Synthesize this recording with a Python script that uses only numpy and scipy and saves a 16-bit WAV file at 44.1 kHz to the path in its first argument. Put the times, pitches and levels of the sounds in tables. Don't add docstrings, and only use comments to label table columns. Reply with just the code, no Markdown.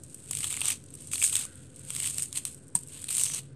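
import sys
import numpy as np
from scipy import signal
from scipy.fft import rfft, irfft
from scipy.io import wavfile
from scipy.ndimage import uniform_filter1d

SR = 44100
rng = np.random.default_rng(int(sys.argv[2]) if len(sys.argv) > 2 else 0)


def dump_mix(stems):
    frames = np.atleast_2d(stems).T
    limited = np.clip(frames, -1, 1)
    pcm = np.round(limited * 32767).astype(np.int16)
    wavfile.write(sys.argv[1], SR, pcm)


def volts_from_db(level):
    exponent = np.asarray(level, float) / 20
    return 10 ** exponent


N = 156555

# [f/Hz, level/dB per Hz]
ROOM_AIR = [(25, -15), (160, -4.5), (485, -9.5), (760, -24.5), (1440, -28), (5840, -36.5), (8400, -49),
            (14000, -83)]
# [f/Hz, width/Hz, level/dB]
HUM_MODES = [(93.6, 5.3, -56.5), (138.6, 16.7, -53.5), (268, 71, -59.5), (517.6, 11, -74),
             (1530, 170, -75.5)]
# [f/Hz, width/Hz, level/dB]
PORT_PEAKS = [(8270, 2140, 17.5), (9170, 2260, 6), (4940, 4500, 2.5), (14600, 1800, 3.5), (6400, 3700, 2.5)]
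# [t/s, level/dB]
PULL_LEVELS = [
    [(0, -58.5), (.13, -53.5), (.26, -52), (.305, -44), (.315, -40), (.47, -35), (.49, -39.5), (.51, -32),
     (.6, -40)],
    [(.62, -37), (.66, -32), (.7, -28.5), (.73, -32.5), (.75, -43.5), (.79, -57.5), (.93, -58.5),
     (.95, -54), (1.11, -48)],
    [(1.135, -28), (1.165, -36.5), (1.21, -32.5), (1.245, -23.5), (1.28, -33.5), (1.32, -35.5),
     (1.335, -28), (1.44, -35.5), (1.48, -53.5)],
    [(1.74, -60.5), (1.78, -56), (1.89, -44.5), (1.91, -43), (2.06, -29), (2.13, -38), (2.18, -39),
     (2.235, -33), (2.27, -48)],
    [(2.32, -53), (2.345, -41.5), (2.375, -29), (2.41, -49), (2.445, -54), (2.46, -38.5), (2.58, -58),
     (2.745, -65.5), (2.756, -31)],
    [(2.8, -53.5), (2.87, -55.5), (2.94, -44), (3.08, -47), (3.1, -34.5), (3.2, -28.5), (3.25, -30),
     (3.28, -37), (3.39, -34)],
    [(3.42, -56.5), (3.47, -62), (3.55, -73)],
]
# [t/s, level/dB]
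CRACKLE_BODY = [(0, -15), (.4, -9.5), (.65, -5.5), (1, -8), (1.25, -18.5), (1.4, -7.5), (1.7, -8),
                (2.05, -9.5), (2.22, -15), (2.38, -8), (2.75, -17.5), (2.95, -5.5), (3.2, -14),
                (3.39, -5.5)]
# [t/s, level/dB]
BLADE_SHEEN = [(0, -46), (.7, -10), (1.2, -15), (1.4, -16), (2.1, -17), (2.75, -32), (3.1, -31),
               (3.22, -8.5), (3.35, -7.5), (3.42, -19)]
# [t/s, peak level/dB, hollow against it/dB, hollow f/Hz, bulb against it/dB]
LOUD_SNAPS = [(0.3105, -13.5, -39, 2700, -28), (0.3332, -20.5, -13.5, 3110, -36),
              (0.3511, -15, -21, 3220, -35), (0.3712, -15.5, -20, 3710, -46),
              (0.388, -19.5, -17, 3130, -38), (0.406, -16.5, -24, 2750, -35), (0.412, -24, -16, 2670, -26),
              (0.432, -18.5, -12, 2940, -30), (0.4432, -14.5, -8, 3320, -25),
              (0.5044, -17, -23, 2410, -39), (0.5268, -16.5, -17, 3560, -23),
              (0.5411, -20, -10.5, 2600, -31), (0.5671, -17.5, -17, 3620, -29),
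              (0.5726, -24, -9.5, 2310, -19.5), (0.5908, -30, -11, 2440, -32),
              (0.6068, -15, -23, 3230, -31), (0.616, -15.5, -5, 2940, -21.5),
              (0.6444, -27, -13, 3010, -12), (0.6556, -12.5, -20, 2800, -29),
              (0.6837, -10.5, -17, 2640, -27), (0.6911, -24, -13, 2900, -27),
              (0.7032, -11.5, -12, 2720, -35), (0.7188, -16, -10.5, 2780, -44),
              (1.1156, -23.5, -13.5, 3300, -34.5), (1.1346, -18, -10.5, 2490, -21.5),
              (1.1563, -27.5, -0.5, 4000, -16), (1.1807, -18, -15.5, 2810, -33),
              (1.2173, -14, -12, 2520, -37), (1.2254, -13, -7.5, 2800, -23), (1.2375, -15, -26, 4260, -31),
              (1.2416, -14, -11.5, 2410, -38), (1.2577, -15, -22, 3970, -41), (1.264, -15, -23, 2940, -45),
              (1.2777, -14.5, -20, 2790, -40), (1.297, -17.5, -17, 2750, -45),
              (1.3286, -17, -8, 3800, -26.5), (1.3547, -8, -9, 3600, -37.5), (1.3658, -11, -21, 2900, -37),
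              (1.3947, -22, -30, 2800, -26.5), (1.4521, -23, -23, 3950, -22.5),
              (1.8883, -38, -14, 3220, -23), (1.9045, -17.5, -14.5, 3150, -27.5),
               (1.95, -20, -13.5, 4270, -32), (1.9641, -17, -15, 3070, -29), (2.0016, -15, -20, 2900, -38),
               (2.0231, -19.5, -15, 2760, -31), (2.0425, -21.5, -7.5, 3020, -36),
               (2.0588, -19.5, -12, 2970, -35), (2.0731, -15, -13, 3020, -30),
               (2.145, -23.5, -37, 2900, -41), (2.1828, -14, -20, 3080, -33), (2.1954, -19, -15, 2930, -30),
               (2.2225, -12.5, -29, 4360, -43), (2.3278, -19.5, -19, 4200, -32.5),
               (2.3585, -23, -7.5, 4100, -43), (2.374, -15, -16, 3930, -41), (2.3847, -21, -23, 4220, -41),
               (2.4521, -12.5, -18.5, 3900, -30.5), (3.042, -20, -21, 3810, -35),
               (3.0703, -29, -29, 2550, -46), (3.085, -24, -8.5, 4010, -30), (3.0895, -20, -8, 3200, -39),
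               (3.1059, -17, -25, 2880, -27.5), (3.1117, -20.5, -17, 3020, -38),
               (3.1274, -16, -29, 3020, -41), (3.135, -22, -20, 2880, -47), (3.1506, -15.5, -27, 3810, -42),
               (3.1685, -10.5, -34, 2860, -47), (3.1817, -10, -24, 2700, -32),
               (3.1958, -14.5, -20, 3120, -33), (3.2136, -16.5, -15.5, 3130, -29),
               (3.2359, -7, -40, 4470, -51), (3.2437, -15, -29, 4600, -46), (3.2644, -19, -13.5, 2770, -36),
               (3.2994, -24.5, -12, 2610, -19), (3.3467, -15.5, -44, 3190, -28)]
# [t/s, peak level/dB]
FAINT_TICKS = [(0.0355, -30), (0.1037, -39), (0.1446, -25.5), (0.181, -42), (0.839, -39), (0.8615, -41),
               (0.9044, -38), (0.9395, -26), (0.952, -28), (1.009, -33), (1.022, -29.5), (1.072, -29),
               (1.556, -33), (1.761, -30), (1.7937, -33.5), (1.8507, -35), (2.23, -16.5), (2.284, -34),
               (2.4964, -44), (2.5258, -34), (2.546, -29), (2.6354, -56), (2.6454, -52), (2.67, -46),
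               (2.6812, -38), (2.775, -25), (2.789, -27), (2.8096, -34), (2.834, -30), (2.8742, -30.5),
               (2.885, -33), (2.9346, -29.5), (2.9946, -36), (3.018, -28)]
# [t/s, level/dB]
BLADE_CONTACTS = [
    (-.001, -12),
    (.0007, 0),
    (.0038, -16),
    (.007, -16),
    (.013, -19),
    (.0255, -23),
]
# [f/Hz, level/dB, t60/s]
COUNTER_MODES = [(950, 1, .042), (1690, -15, .04), (740, -16, .04), (2150, -18, .03), (170, -1, .07),
                 (3340, -18, .03)]

SKIN_CYCLES = 10.9
FLESH_HZ = 1180
BRIGHT_CUT_HZ, BASS_CUT_HZ = 3200, 51.4


def rms_one(x):
    return x / np.sqrt(np.mean(x ** 2) + 1e-20)


def top_one(x):
    return x / np.abs(x).max(axis=-1, keepdims=True)


def breakpoints(table):
    return np.interp(np.arange(N) / SR, *np.transpose(table))


def drift(rate_hz):
    r = np.exp(-2 * np.pi * rate_hz / SR)
    wander = signal.lfilter([1], [1, -2 * r, r * r], rng.standard_normal(N + SR))
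    return rms_one(wander[SR:])


def ring(x, hz, t60):
    r, w = volts_from_db(-60 / (t60 * SR)), 2 * np.pi * hz / SR
    return signal.lfilter([0, np.sin(w)], [1, -2 * r * np.cos(w), r * r], x + 1e-18)


def cut(x, hz, kind, order=2):
    return signal.sosfilt(signal.butter(order, hz, kind, fs=SR, output="sos"), x)


def port(x):
    for hz, width_hz, db in PORT_PEAKS:
        a, k = volts_from_db(db / 2), np.tan(np.pi * width_hz / SR)
        c = -2 * np.cos(2 * np.pi * hz / SR)
        x = signal.lfilter([1 + k * a, c, 1 - k * a], [1 + k / a, c, 1 - k / a], x)
    return cut(x, 13130, "low", order=4)


def room_noise():
    hz, db = np.transpose(ROOM_AIR)
    f = np.fft.rfftfreq(N, 1 / SR) + 1
    colour = volts_from_db(np.interp(np.log(f), np.log(hz), db))
    noise = volts_from_db(-58) * rms_one(irfft(rfft(rng.standard_normal(N)) * colour, N))
    for hz, width_hz, db in HUM_MODES:
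        mode = ring(rng.standard_normal(N + SR), hz, 2.46 / width_hz)[SR:]
        noise = noise + volts_from_db(db + 2 * drift(1.22)) * rms_one(mode)
    return noise


def skin(breaks, dealt):
    peak_hz, slope_db = 3020, 5
    hollows = 0
    for k, hz in enumerate(np.geomspace(2590, 4790, num=12)):
        level_db = -slope_db * abs(np.log2(hz / peak_hz))
        hollows = hollows + volts_from_db(level_db) * ring(breaks * (dealt == k), hz, SKIN_CYCLES / hz)
    bulb = cut(ring(breaks, FLESH_HZ, 0.0054), 400, "high")
    return cut(hollows, 1900, "high", order=4) + volts_from_db(-13.5) * bulb


def crackle():
    grains_per_s, spread_db = 5000, 2.2
    level_db = breakpoints(np.concatenate(PULL_LEVELS))
    clump_db = 1.2 * drift(120)
    sparse_db = 0.4 * np.minimum(level_db + 35.5, 0)
    born = rng.random(N) < grains_per_s * volts_from_db(clump_db + sparse_db) / SR
    size_db = spread_db * np.minimum(rng.exponential(1, N), 4)
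    grains = born * volts_from_db(size_db + 1.6 * clump_db - sparse_db / 2) * rng.choice([-1, 1], N)
    dealt = np.resize(rng.integers(0, 12, N // 150 + 1), N)
    bright = rms_one(port(cut(grains, BRIGHT_CUT_HZ, "high")))
    body = volts_from_db(breakpoints(CRACKLE_BODY) - 3) * rms_one(port(skin(grains, dealt)))
    sheen_hz, sheen_t60 = 6070, .0025
    slide = ring(ring(grains, sheen_hz, sheen_t60), sheen_hz, sheen_t60)
    sheen = volts_from_db(breakpoints(BLADE_SHEEN)) * rms_one(slide)
    return volts_from_db(level_db + 0.4) * (bright + body + sheen)


def kitchen(x):
    t60, level_db = .2, -15
    t = np.arange(SR // 2) / SR
    answer = rng.standard_normal(len(t)) * volts_from_db(-60 * t / t60) * (t > .002)
    return volts_from_db(level_db) * signal.fftconvolve(x, answer / np.sqrt(np.sum(answer ** 2)))[:N]


def snaps():
    ticks = [(s, db, -27, 3100, -38) for s, db in FAINT_TICKS]
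    rows = [*LOUD_SNAPS, *ticks]
    t = np.arange(1024) / SR
    t60 = np.repeat([.011, .017], [len(rows) - len(ticks), len(ticks)])[:, None]
    run = np.clip(rng.standard_normal((len(rows), len(t))) ** 3, -6, 6) * volts_from_db(-4.5 - 60 * t / t60)
    run[:, 0] = 4.26
    bright = port(cut(run, BRIGHT_CUT_HZ, "high"))
    bright[-len(ticks):] = cut(bright[-len(ticks):], 4000, "high")
    thuds = top_one(cut(ring(run, FLESH_HZ, 0.0051), 430, "high"))
    out = np.zeros(N + SR)
    for (s, db, body_db, hz, thud_db), burst, crack, thud in zip(rows, run, top_one(bright), thuds):
        hollow = top_one(cut(ring(burst, hz, 7 / hz), 2250, "high", order=4))
        rasp = top_one(cut(ring(burst, 2 * hz, SKIN_CYCLES / hz / 2), 1140, "high", order=4))
        sound = crack + volts_from_db(-17) * rasp + volts_from_db(body_db + 4) * hollow + volts_from_db(thud_db + 4) * thud
        start = int(s * SR)
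        out[start:start + len(t)] += volts_from_db(db - 1.5) * sound
    return out[:N]


def whirr():
    centre_s, length_s, t60 = 1.415, 0.2, 0.0093
    swell = np.exp(-((np.arange(N) / SR - centre_s) / length_s) ** 2)
    low, high = (rms_one(ring(ring(rng.standard_normal(N), hz, t60), hz, t60)) for hz in (1506, 1970))
    return volts_from_db(-61) * swell * (low + volts_from_db(-8) * high)


def knock():
    knock_s, steel_hz, steel_t60 = 2.752, 8640, .0042
    click, touches = np.zeros(N), np.zeros(N)
    click[int(knock_s * SR)] = volts_from_db(-30.5)
    for s, db in BLADE_CONTACTS:
        touches[int((knock_s + s) * SR)] = volts_from_db(db)
    steel = top_one(ring(ring(touches, steel_hz, steel_t60 / 2), steel_hz, steel_t60))
    crack = volts_from_db(-4) * port(cut(touches, 7500, "high"))
    board = sum(volts_from_db(db) * ring(click, hz, t60) for hz, db, t60 in COUNTER_MODES)
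    return volts_from_db(-5) * (steel + crack) + cut(board, 2 * BASS_CUT_HZ, "high")


def scene():
    hands = crackle() + snaps() + knock()
    room = cut(room_noise(), BASS_CUT_HZ, "high", order=4)
    mid = hands + kitchen(hands) + room + whirr()
    return np.array([mid, mid])


def band_limit(x):
    return signal.sosfilt(signal.butter(12, 15760, fs=SR, output="sos"), x)


def record(dry):
    hz, _, z = signal.stft(dry[0], SR, nperseg=1024)
    khz = hz[:, None] / 1000
    power = uniform_filter1d(np.abs(z) ** 2, size=15, axis=0)
    gate_db = -94 + 8.5 * (khz - 12)
    z = z * (10 * np.log10(power + 1e-30) > gate_db)
    quiet = 10 * np.log10(power[70:].sum(axis=0) + 1e-30) < -49
    patches = np.kron(rng.random((22, z.shape[1] // 3 + 1)), np.ones((24, 3)))
    patches = patches[:len(hz), :z.shape[1]]
    apart = (patches < np.where(quiet, 0.39, .1)) * (khz > 0.7)
    phase = np.exp(2j * np.pi * rng.random(z.shape))
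    side_level = volts_from_db(-13 + 1.3 * (khz - 9.5)) * np.sqrt(power)
    difference = side_level * apart * phase * (z != 0)
    mid, side = (signal.istft(v, SR, nperseg=1024)[1][:N] for v in (z, difference))
    mix = np.array([mid + side, mid - side]) - 0.001
    return band_limit(mix)


dry = scene()
out = record(dry)
dump_mix(out)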